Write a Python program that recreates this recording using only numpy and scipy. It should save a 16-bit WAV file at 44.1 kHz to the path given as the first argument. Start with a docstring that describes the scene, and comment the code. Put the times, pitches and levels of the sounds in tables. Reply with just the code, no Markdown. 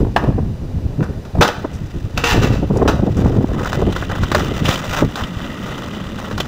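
"""A thump of wind on the microphone, then a skateboard cracks off a wooden bandstand five metres away.
Deck and trucks ring as it lands on concrete; the wheels skid through a pivot, then roll up to within a
metre, crushing grit and jolting over joints in the pavement. Steps, pillars and trees give a short echo.
Gusts buffet the microphone of a tape camcorder, whose notch filters cut at the harmonics of its motor
and whose gain control ducks after loud moments."""
import sys
import numpy as np
from scipy import signal
from scipy.fft import rfft, irfft
from scipy.io import wavfile

SR = 44100
rng = np.random.default_rng(int(sys.argv[2]) if len(sys.argv) > 2 else 0)


def generate_wav(sig):
    """Save sig (samples, or channels by samples) to the path in sys.argv[1] as 16-bit PCM at SR."""
    pcm = np.round(np.clip(np.atleast_2d(sig).T, -1, 1) * 32767).astype(np.int16)
    wavfile.write(sys.argv[1], SR, pcm)


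N = 285537
TIME = np.arange(N) / SR

# The board's line. Each row: time in seconds, distance to the microphone in metres, roughness 0-1.
PATH = [(0, 5.4, .6), (1.4, 3.3, 0.7), (2.1, 6, .6), (3.1, 3.8, 0.7), (3.46, 3.3, 0.77), (3.7, 1.42, 0.86),
        (4.5, 0.83, 0.39), (5.1, 1.66, 0.47), (5.4, 1.1, 0.2), (6.0, 1.35, 0.48), (6.47, 2.1, 0.8)]
TOUCHDOWN_S = 1.45
# Pop, catch, landing, pivot, nose set down. Each row: start in seconds, deck level in dB, snap level
# in dB, rattle time constant in seconds, mode level in dB relative to the deck.
BLOWS = [(0.1625, -12, -24.5, 0.013, 1), (1.006, -24.5, -50, 0.0074, -5), (1.026, -23, -42, 0.023, -5.5),
         (1.25, -35, -44, 0.016, -14), (1.41, -1.5, -8, 0.015, -2), (1.422, -6.5, -13, 0.021, 4),
         (1.449, -12, -35, 0.013, -19), (1.477, -26, -12, 0.0045, -15), (1.488, -24.5, -35, 0.017, 16),
         (2.1756, -10, -13.5, 0.0066, 2.5), (2.238, -13.5, -32, 0.0064, 10.5), (2.8774, -9, -17, 0.015, -6),
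         (2.8854, -18, -31, 0.018, 10.5)]
# Joints and pebbles under the wheels. Each row: start in seconds, deck level in dB, snap level in dB.
JOLTS = [(3.655, -13.5, -36), (3.729, -14.5, -24), (3.9245, -21, -25), (3.9616, -11.5, -22.5),
         (4.024, -15, -44), (4.097, -16, -33), (4.233, -13, -20.5), (4.316, -7.5, -17.5),
         (4.347, -1.5, -14), (5.156, -19, -20.5), (6.3107, -18.5, -31.5), (6.378, -18, -22),
         (6.4006, -15.5, -17.5)]
# Resonances. Each row: frequency in Hz, relative level in dB, seconds to fall 60 dB.
BOARD_MODES = [(356, -14.5, 0.03), (482, -9, 0.048), (719, -14, 0.11), (902, -4.5, 0.024),
               (1546, -19.5, 0.059), (1710, -29, 0.052), (1927, -6.5, 0.007), (2460, -7, 0.017),
               (2740, -21, 0.076), (2600, -8, 0.039), (3960, -27, 0.048), (5040, -49.5, 0.046),
               (5820, -60, .04)]  # deck and trucks together
PLANK_MODES = [(770, -9, 0.045), (908, 2, .033), (1540, -3, 0.013), (2950, -8, 0.0067)]  # bandstand floor
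TRUCK_MODES = [(3110, -1, 0.013), (3420, -6, 0.0098)]  # metal alone
# Resonances of wheels and bearings. Each row: centre in Hz, width in Hz, relative level in dB.
WHEEL_MODES = [(574, 117, 9), (1250, 140, 7.5), (1972, 200, 8), (2820, 370, 2.5), (3497, 240, -3.5)]
# Coarse pavement. Each row: start in seconds, hold in seconds, roar level in dB, grit level in dB.
PATCHES = [(3.178, 0.092, -36, -42.5), (3.519, 0.14, -31, -42), (3.65, 0.13, -30, -36),
           (4.114, 0.028, -23, -37), (4.356, 0.06, -24, -27), (4.55, 0.024, -30, -31.5),
           (4.663, 0.059, -18.5, -20), (4.845, 0.058, -30, -31), (4.938, 0.042, -21.5, -25.5),
           (5.182, 0.028, -23.5, -32), (5.41, 0.028, -32, -42), (5.63, 0.2, -33, -39.5),
           (6.193, 0.021, -32, -40)]
# The trucks, close by. Each row: start in seconds, relative level in dB.
CLINKS = [(4.656, -7.5), (4.709, -8), (4.757, -12), (5.236, -15.5), (6.405, -11.5)]
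# Swelling sounds. Each row: start in seconds, hold in seconds, relative level in dB.
SKIDS = [(2.173, .012, -25), (2.246, 0.061, -11.5), (2.422, 0.027, -19.5), (2.525, 0.011, -26.5)]  # wheels sliding sideways
SCUFFS = [(1.025, .02, -47), (1.735, 0.031, -43), (2.77, 0.005, -33), (3.17, 0.021, -39.5),
          (5.157, 0.0066, -40.5)]  # shoes on grip tape
GUSTS = [(.015, 0.047, -22.5), (.228, 0.063, -16.5), (1.376, .03, -17), (2.345, .2, -17), (2.75, 0.17, -17),
         (3.21, 0.2, -16), (3.5, .11, -19.5), (3.78, .11, -18.5), (4.37, 0.066, -22.5), (4.61, 0.087, -38)]  # on top of the breeze
# Wind pressure on the microphone. Each row: time in seconds, relative level in dB.
BREEZE = [(0, -24), (.3, -17), (.62, -26.5), (.8, -23.5), (1.3, -29.5), (1.88, -26.5), (2.22, -24.5),
          (2.33, -19), (2.65, -23), (3.3, -19.5), (4.05, -26.5), (4.65, -20.5), (4.8, -34), (5.05, -21),
          (5.15, -35), (6.1, -35.5), (6.47, -30.5)]
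# Single eddies on the microphone port. Each row: peak time in seconds, relative level in dB,
# frequency in Hz that places the noise band, rise time in seconds.
BUFFETS = [(0.034, -4.5, 157, 0.0069), (0.299, -13, 168, 0.019), (0.388, -14.5, 390, 0.012),
           (0.434, -15, 160, 0.0057), (0.86, -11, 118, 0.011), (1.008, -10.5, 180, 0.028),
           (1.101, -16.5, 160, 0.016), (1.392, -10, 107, 0.036), (1.65, -12, 430, 0.01),
           (1.963, -15, 120, 0.016), (2.388, -15, 268, 0.0057), (2.443, -5, 227, 0.0077),
           (2.508, -10.5, 233, 0.0094), (2.634, -12.5, 261, 0.019), (2.71, -7, 287, 0.0097),
           (2.823, -9.5, 430, 0.013), (2.86, -7.5, 418, 0.0087), (2.955, -15, 195, 0.022),
           (2.997, -13.5, 302, 0.0063), (3.035, -7.5, 230, 0.013), (3.076, -10.5, 276, .02),
           (3.182, -10.5, 153, 0.025), (3.261, -7.5, 356, 0.0041), (3.31, -13.5, 190, 0.02),
           (3.385, -7.5, 153, 0.038), (3.445, -3, 314, 0.0036), (3.825, -8.5, 390, 0.0064),
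           (3.876, -12.5, 254, 0.016), (4.224, -10, 94, 0.032), (4.517, -14, 226, 0.005),
           (4.628, -14.5, 162, 0.029), (4.691, -13.5, 190, 0.021), (5.03, -5, 325, 0.0093),
           (5.049, -10.5, 200, 0.015), (5.232, -17.5, 75, 0.021), (5.373, -16.5, 73, 0.0091)]
# Noise spectra. Each row: frequency in Hz, relative spectral density in dB.
KNOCK_BODY = [(100, -3.5), (300, 0), (600, -2), (950, -3.5), (1500, -1.5), (2000, -11.5), (3000, -31.5)]  # woody middle of a blow
KNOCK_SNAP = [(1200, -16), (2500, 4), (3500, 9.5), (4600, 3), (6000, 2), (7200, -4.5), (9000, -14),
              (12000, -17), (15500, -6.5)]  # its bright edge
SKID_COLOUR = [(300, -40), (450, -10), (950, -4), (1500, -2), (2600, -2.5), (3800, -9.5), (4800, -11.5),
               (6000, -13), (7200, -16.5), (8600, -29), (12000, -31.5), (15500, -24)]  # urethane on concrete
ROLL_ROAR = [(250, -7.5), (500, 6), (1000, 5.5), (1450, 7), (1700, 0.5), (1980, -1.5), (2300, -17.5),
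             (3200, -21.5)]  # wheels on pavement
ROLL_GRIT = [(1600, 2), (2500, 4), (3000, 2), (3700, 3), (4300, -4.5), (5700, -1.5), (7000, -5.5),
             (9000, -17), (12000, -21.5), (15500, -10.5)]  # crushed grit
ROLL_RUMBLE = [(30, -33), (90, -4), (190, 5), (290, -2), (450, -11.5), (900, -38.5)]  # low end of the roll
WIND_COLOUR = [(15, -4), (30, -6.5), (55, -3), (100, -1.5), (180, -9), (300, -15.5), (600, -39),
               (1500, -57.5)]  # pressure on the port
FLUTTER_COLOUR = [(60, 8), (150, -8.5), (380, 0.5), (650, -9), (1000, -18), (1500, -29), (2500, -38)]  # gusts breaking up
AIR_COLOUR = [(100, -4.5), (500, 15), (1200, 1.5), (3000, -3), (6000, -8.5), (8500, -17.5), (12000, -20.5),
              (15500, -18)]  # open air


def knocks(contact_hz=11900, rise_s=0.00045, jolt_rattle_s=0.008, jolt_modes_db=-19.5):
    """Each blow or jolt cracks, rattles trucks and wheels, and sets the board's modes ringing."""
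    hits = BLOWS + [(*jolt, jolt_rattle_s, jolt_modes_db) for jolt in JOLTS]
    body, snap, rattle = np.zeros(N), np.zeros(N), grains(10000, 3.4)
    softness = signal.butter(2, 1.3 * contact_hz, fs=SR)
    for s, deck_db, snap_db, rattle_s, _ in hits:
        span = slice(int(s * SR), int(s * SR) + SR // 5)
        age = np.maximum(TIME[span] - s, 0)
        envelope = np.exp(-age / rattle_s) * (1 - np.exp(-age / rise_s))
        body[span] += from_db(deck_db) * envelope
        snap[span] += from_db(snap_db) * signal.lfilter(*softness, envelope * rattle[span])
    out = colour(body * grains(12000, 3.3), KNOCK_BODY) + colour(snap, KNOCK_SNAP)
    starts, deck_db, _, _, modes_db = np.transpose(hits)
    for hz, mode_db, t60 in BOARD_MODES:
        strength = from_db(deck_db + modes_db + mode_db + rng.normal(0, 4, len(hits)))
        strength /= 1 + (hz / contact_hz) ** 2
        clicks = np.zeros(N)
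        clicks[(starts * SR).astype(int)] = strength * rng.choice([-1, 1], len(hits))
        out += ring(clicks, hz, t60)
    return out


def rolling(roar_db=-35, grit_db=-36, whirr_db=-39, rumble_db=-26.5, grit_fade_db_per_s=1.03):
    """Wheels crush grit and hop over ridges; each hop swells roar and grit while the wheels whirr on."""
    _, roughness = in_time(PATH)
    hops = roughness * np.clip(3.3 * drift(63) + .5 * drift(210), -2.5, 1.7)
    roar = rms_one(colour(grains(9000, 3.3) * from_db(5.5 * hops), ROLL_ROAR))
    crunch = grains(16000, 6.5) * from_db(4.5 * hops + roughness * drift(150))
    grit = rms_one(colour(crunch, ROLL_GRIT))
    drive = rng.standard_normal(N) * from_db(3 * drift(42))
    whirr = sum(from_db(db) * rms_one(filtered(drive, 2, [hz - width / 2, hz + width / 2], "band"))
                for hz, width, db in WHEEL_MODES)
    rumble = colour(grains(2500, 3.2), ROLL_RUMBLE)
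    edges = dict(attack_s=0.025, release_s=0.051)
    patch_roar = swells([(s, hold, db) for s, hold, db, _ in PATCHES], **edges)
    patch_grit = swells([(s, hold, db) for s, hold, _, db in PATCHES], **edges)
    near = nearness(loss_db=15.5)
    slowing_db = grit_fade_db_per_s * (TIME - TOUCHDOWN_S)  # a slower board crushes less grit
    roar_gain = np.hypot(from_db(roar_db) * near, patch_roar)
    grit_gain = np.hypot(from_db(grit_db - slowing_db) * nearness(loss_db=14), patch_grit)
    whirr_gain = np.hypot(from_db(whirr_db + 6 * (1 - roughness)) * near, from_db(-9) * patch_roar)
    return (roar_gain * roar + grit_gain * grit + whirr_gain * rms_one(whirr)
            + from_db(rumble_db) * near * rumble)


def skid(ring_db=-5.5, judder_db=3.5):
    """Urethane sticks and slips on the concrete; the slips also excite the board."""
    slips = grains(7000, 1.0) * from_db(judder_db * drift(110))
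    board = sum(ring(slips, hz, t60) * from_db(db / 2) * (-1) ** k
                for k, (hz, db, t60) in enumerate(BOARD_MODES))
    scrape = rms_one(colour(slips, SKID_COLOUR)) + from_db(ring_db) * rms_one(board)
    return swells(SKIDS, attack_s=0.013, release_s=0.035) * rms_one(scrape)


def planks():
    """The wooden floor of the bandstand answers the pop of the tail."""
    pop_s = BLOWS[0][0]
    return sum(rattled(pop_s, hz, db, t60) for hz, db, t60 in PLANK_MODES)


def trucks():
    """The metal trucks clink as the rider's weight shifts, always on the same two modes."""
    return sum(rattled(s, hz, db + mode_db, t60) for s, db in CLINKS for hz, mode_db, t60 in TRUCK_MODES)


def bearings(ticks_per_s=70, t60=0.0073, level_db=-38):
    """Loose bearings tick against the trucks; they stand out close to the microphone."""
    ticks = sum(ring(grains(ticks_per_s, 1.6), hz, t60) * from_db(db) for hz, db, _ in TRUCK_MODES)
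    return from_db(level_db) * nearness(loss_db=24) * rms_one(ticks)


def shoes(hz=5840, width_hz=1300, edge_s=0.0046):
    """Rubber soles drag over the grip tape: a short bright rasp."""
    rasp = signal.lfilter(*signal.iirpeak(hz, hz / width_hz, fs=SR), grains(6000, 7.1))
    return swells(SCUFFS, edge_s, edge_s) * rms_one(rasp)


def wind(lumps_db=3, flutter_lumps_db=6, eddy_low_hz=115):
    """Lumpy pressure on the microphone port; gusts add smaller eddies and break into a higher flutter."""
    flow = rms_one(colour(rng.standard_normal(N), WIND_COLOUR) * from_db(lumps_db * drift(11.4)))
    eddies = rms_one(filtered(colour(rng.standard_normal(N), WIND_COLOUR), 3, eddy_low_hz, "high"))
    turbulence = rng.standard_normal(N) * from_db(flutter_lumps_db * np.clip(drift(81), -2, 2))
    flutter = rms_one(colour(turbulence, FLUTTER_COLOUR))
    breeze = from_db(in_time(BREEZE)[0] + 3.5)
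    gusts = swells(GUSTS, attack_s=0.035, release_s=0.026)
    flutter_gain = np.hypot(from_db(-16) * breeze, from_db(1.5) * gusts)
    return breeze * flow + from_db(-1.5) * gusts * eddies + flutter_gain * flutter


def buffets(skirt_db=-15, fall_ratio=1.14):
    """An eddy hits the port: a quick swell of low pressure noise that falls a little more slowly."""
    out, t = np.zeros(N + SR), np.arange(-SR // 8, SR // 8) / SR
    for s, db, hz, rise_s in BUFFETS:
        white = rng.standard_normal((2, len(t)))
        core = rms_one(filtered(white[0], 2, [0.36 * hz, 1.39 * hz], "band"))
        skirt = rms_one(filtered(white[1], 4, [hz, 2.74 * hz], "band"))
        eddy = filtered(core + from_db(skirt_db) * skirt, 3, 3.76 * hz, "low")
        swell = np.exp(-2 * (t / (rise_s * np.where(t < 0, 1, fall_ratio))) ** 2)
        eddy *= swell * np.linalg.norm(swell) / np.linalg.norm(eddy * swell)
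        out[int(s * SR):][:len(t)] += from_db(db + 0.5) * eddy
    return out[len(t) // 2:][:N]  # centres each swell on its time


def park(x, early_db=-13.5, early_t60=0.36, late_db=-18, late_t60=0.63, dull_hz=4500):
    """Quick scatter from steps and pillars, then a faint dull tail from the roof and trees."""
    t = np.arange(SR) / SR
    early, late = (rng.standard_normal(SR) * from_db(-60 * t / t60) * (t > .006)
                   for t60 in (early_t60, late_t60))
    late = filtered(late, 1, dull_hz, "low")
    scatter = from_db(early_db) * early / np.linalg.norm(early)
    tail = from_db(late_db) * late / np.linalg.norm(late)
    return signal.fftconvolve(x, scatter + tail)[:N]


def air(level_db=-40.5):
    """The steady hiss of the open air."""
    return from_db(level_db) * colour(rng.standard_normal(N), AIR_COLOUR)


def gain_control(x, window_s=0.013, threshold_db=-19, slope=0.39, recovery_db_per_s=1.5, makeup_db=3):
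    """Loud moments turn the camcorder's gain down; it creeps back up."""
    keep = np.exp(-1 / (window_s * SR))
    level_db = 10 * np.log10(signal.lfilter([1 - keep], [1, -keep], x ** 2) + 1e-12)
    excess_db = np.maximum(level_db - threshold_db, 0)
    recovery = recovery_db_per_s * TIME
    cut_db = np.maximum.accumulate(slope * excess_db + recovery, axis=-1) - recovery
    return x * from_db(makeup_db - cut_db)


def nearness(loss_db):
    """Gain of the roll: silent until touchdown, then 1 at a metre, less loss_db per tenfold distance."""
    distance_m, _ = in_time(PATH)
    return (TIME > TOUCHDOWN_S) * from_db(-loss_db * np.log10(distance_m))


def swells(events, attack_s, release_s):
    """Gain for a list of events: each rises up to its start, holds, then dies away."""
    power = np.zeros(N)
    for s, hold_s, db in events:
        rise = np.clip(1 + (TIME - s) / attack_s, 0, 1)
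        fall = np.exp(-np.clip((TIME - s - hold_s) / release_s, 0, 20))
        power += (from_db(db) * rise * fall) ** 2
    return np.sqrt(power)


def rattled(s, hz, peak_db, t60, rattle_s=0.005):
    """A burst of quick contacts drives one mode, which rings out briefly."""
    out, t = np.zeros(N + SR // 4), np.arange(SR // 4) / SR
    tone = ring(rng.standard_normal(len(t)) * np.exp(-t / rattle_s), hz, t60)
    out[int(s * SR):][:len(t)] += from_db(peak_db) * tone / np.abs(tone).max()
    return out[:N]


def ring(clicks, hz, t60):
    """A unit click sets a sine of height 1 ringing."""
    decay, step = from_db(-60 / (t60 * SR)), 2 * np.pi * hz / SR
    return signal.lfilter([0, np.sin(step)], [1, -2 * decay * np.cos(step), decay ** 2], clicks + 1e-18)


def grains(per_s, spread_db):
    """Random tiny contacts of uneven size; rms 1."""
    sizes = from_db(spread_db * np.minimum(rng.exponential(1, N), 4)) * rng.choice([-1, 1], N)
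    return rms_one(sizes * (rng.random(N) < per_s / SR))


def drift(rate):
    """Smooth random wander with spread 1, changing about rate times a second."""
    smoothing = signal.butter(2, rate, fs=SR / 20, output="sos")
    slow = signal.sosfilt(smoothing, rng.standard_normal(N // 20 + 2002))[2000:]
    return np.interp(np.arange(N) / 20, np.arange(len(slow)), rms_one(slow))


def colour(x, spectrum, size=8192):
    """Causal (minimum-phase) filter with this spectrum; white noise keeps its level."""
    hz, db = np.transpose(spectrum)
    grid = np.maximum(np.fft.rfftfreq(size, 1 / SR), 1)
    octaves_outside = np.maximum(np.log2(hz[0] / grid), 0) + np.maximum(np.log2(grid / hz[-1]), 0)
    curve_db = np.interp(np.log(grid), np.log(hz), db) - 10 * octaves_outside
    cepstrum = irfft(np.log(from_db(curve_db)))
    cepstrum[1:size // 2] *= 2
    cepstrum[size // 2 + 1:] = 0
    response = irfft(np.exp(rfft(cepstrum)))
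    return signal.fftconvolve(x, response / np.linalg.norm(response))[:N]


def filtered(x, order, hz, kind):
    return signal.sosfilt(signal.butter(order, hz, kind, fs=SR, output="sos"), x)


def in_time(rows):
    """Each column of a timed curve, sample by sample."""
    times, *columns = np.transpose(rows)
    return [np.interp(TIME, times, column) for column in columns]


def from_db(db):
    return 10 ** (np.asarray(db) / 20)


def rms_one(x):
    return x / np.sqrt(np.mean(x ** 2) + 1e-20)


def scene(echo_reference_m=3.2, ring_echo_db=-6):
    """Board, park echo, wind and air at one microphone; the nearer the board, the drier it sounds."""
    board = knocks() + skid()
    ringing = planks() + trucks()
    distance_m, _ = in_time(PATH)
    echoes = park((board + from_db(ring_echo_db) * ringing) * distance_m / echo_reference_m)
    hiss = air()
    return (board + ringing + echoes + rolling() + bearings() + shoes() + wind() + buffets() + hiss)[None]


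def record(dry, motor_hz=1087, notch_width_hz=130, cutoff_hz=15600):
    """The camcorder notches its motor harmonics, rides the gain, overloads on peaks and cuts the top."""
    notched = dry
    for hz in motor_hz * np.arange(2, 7):
        notched = signal.lfilter(*signal.iirnotch(hz, hz / notch_width_hz, fs=SR), notched)
    ducked = gain_control(notched)
    limited = ducked / (1 + ducked ** 4) ** .25
    return signal.sosfilt(signal.ellip(12, .3, 80, cutoff_hz, fs=SR, output="sos"), limited)


dry = scene()
out = record(dry)
generate_wav(out)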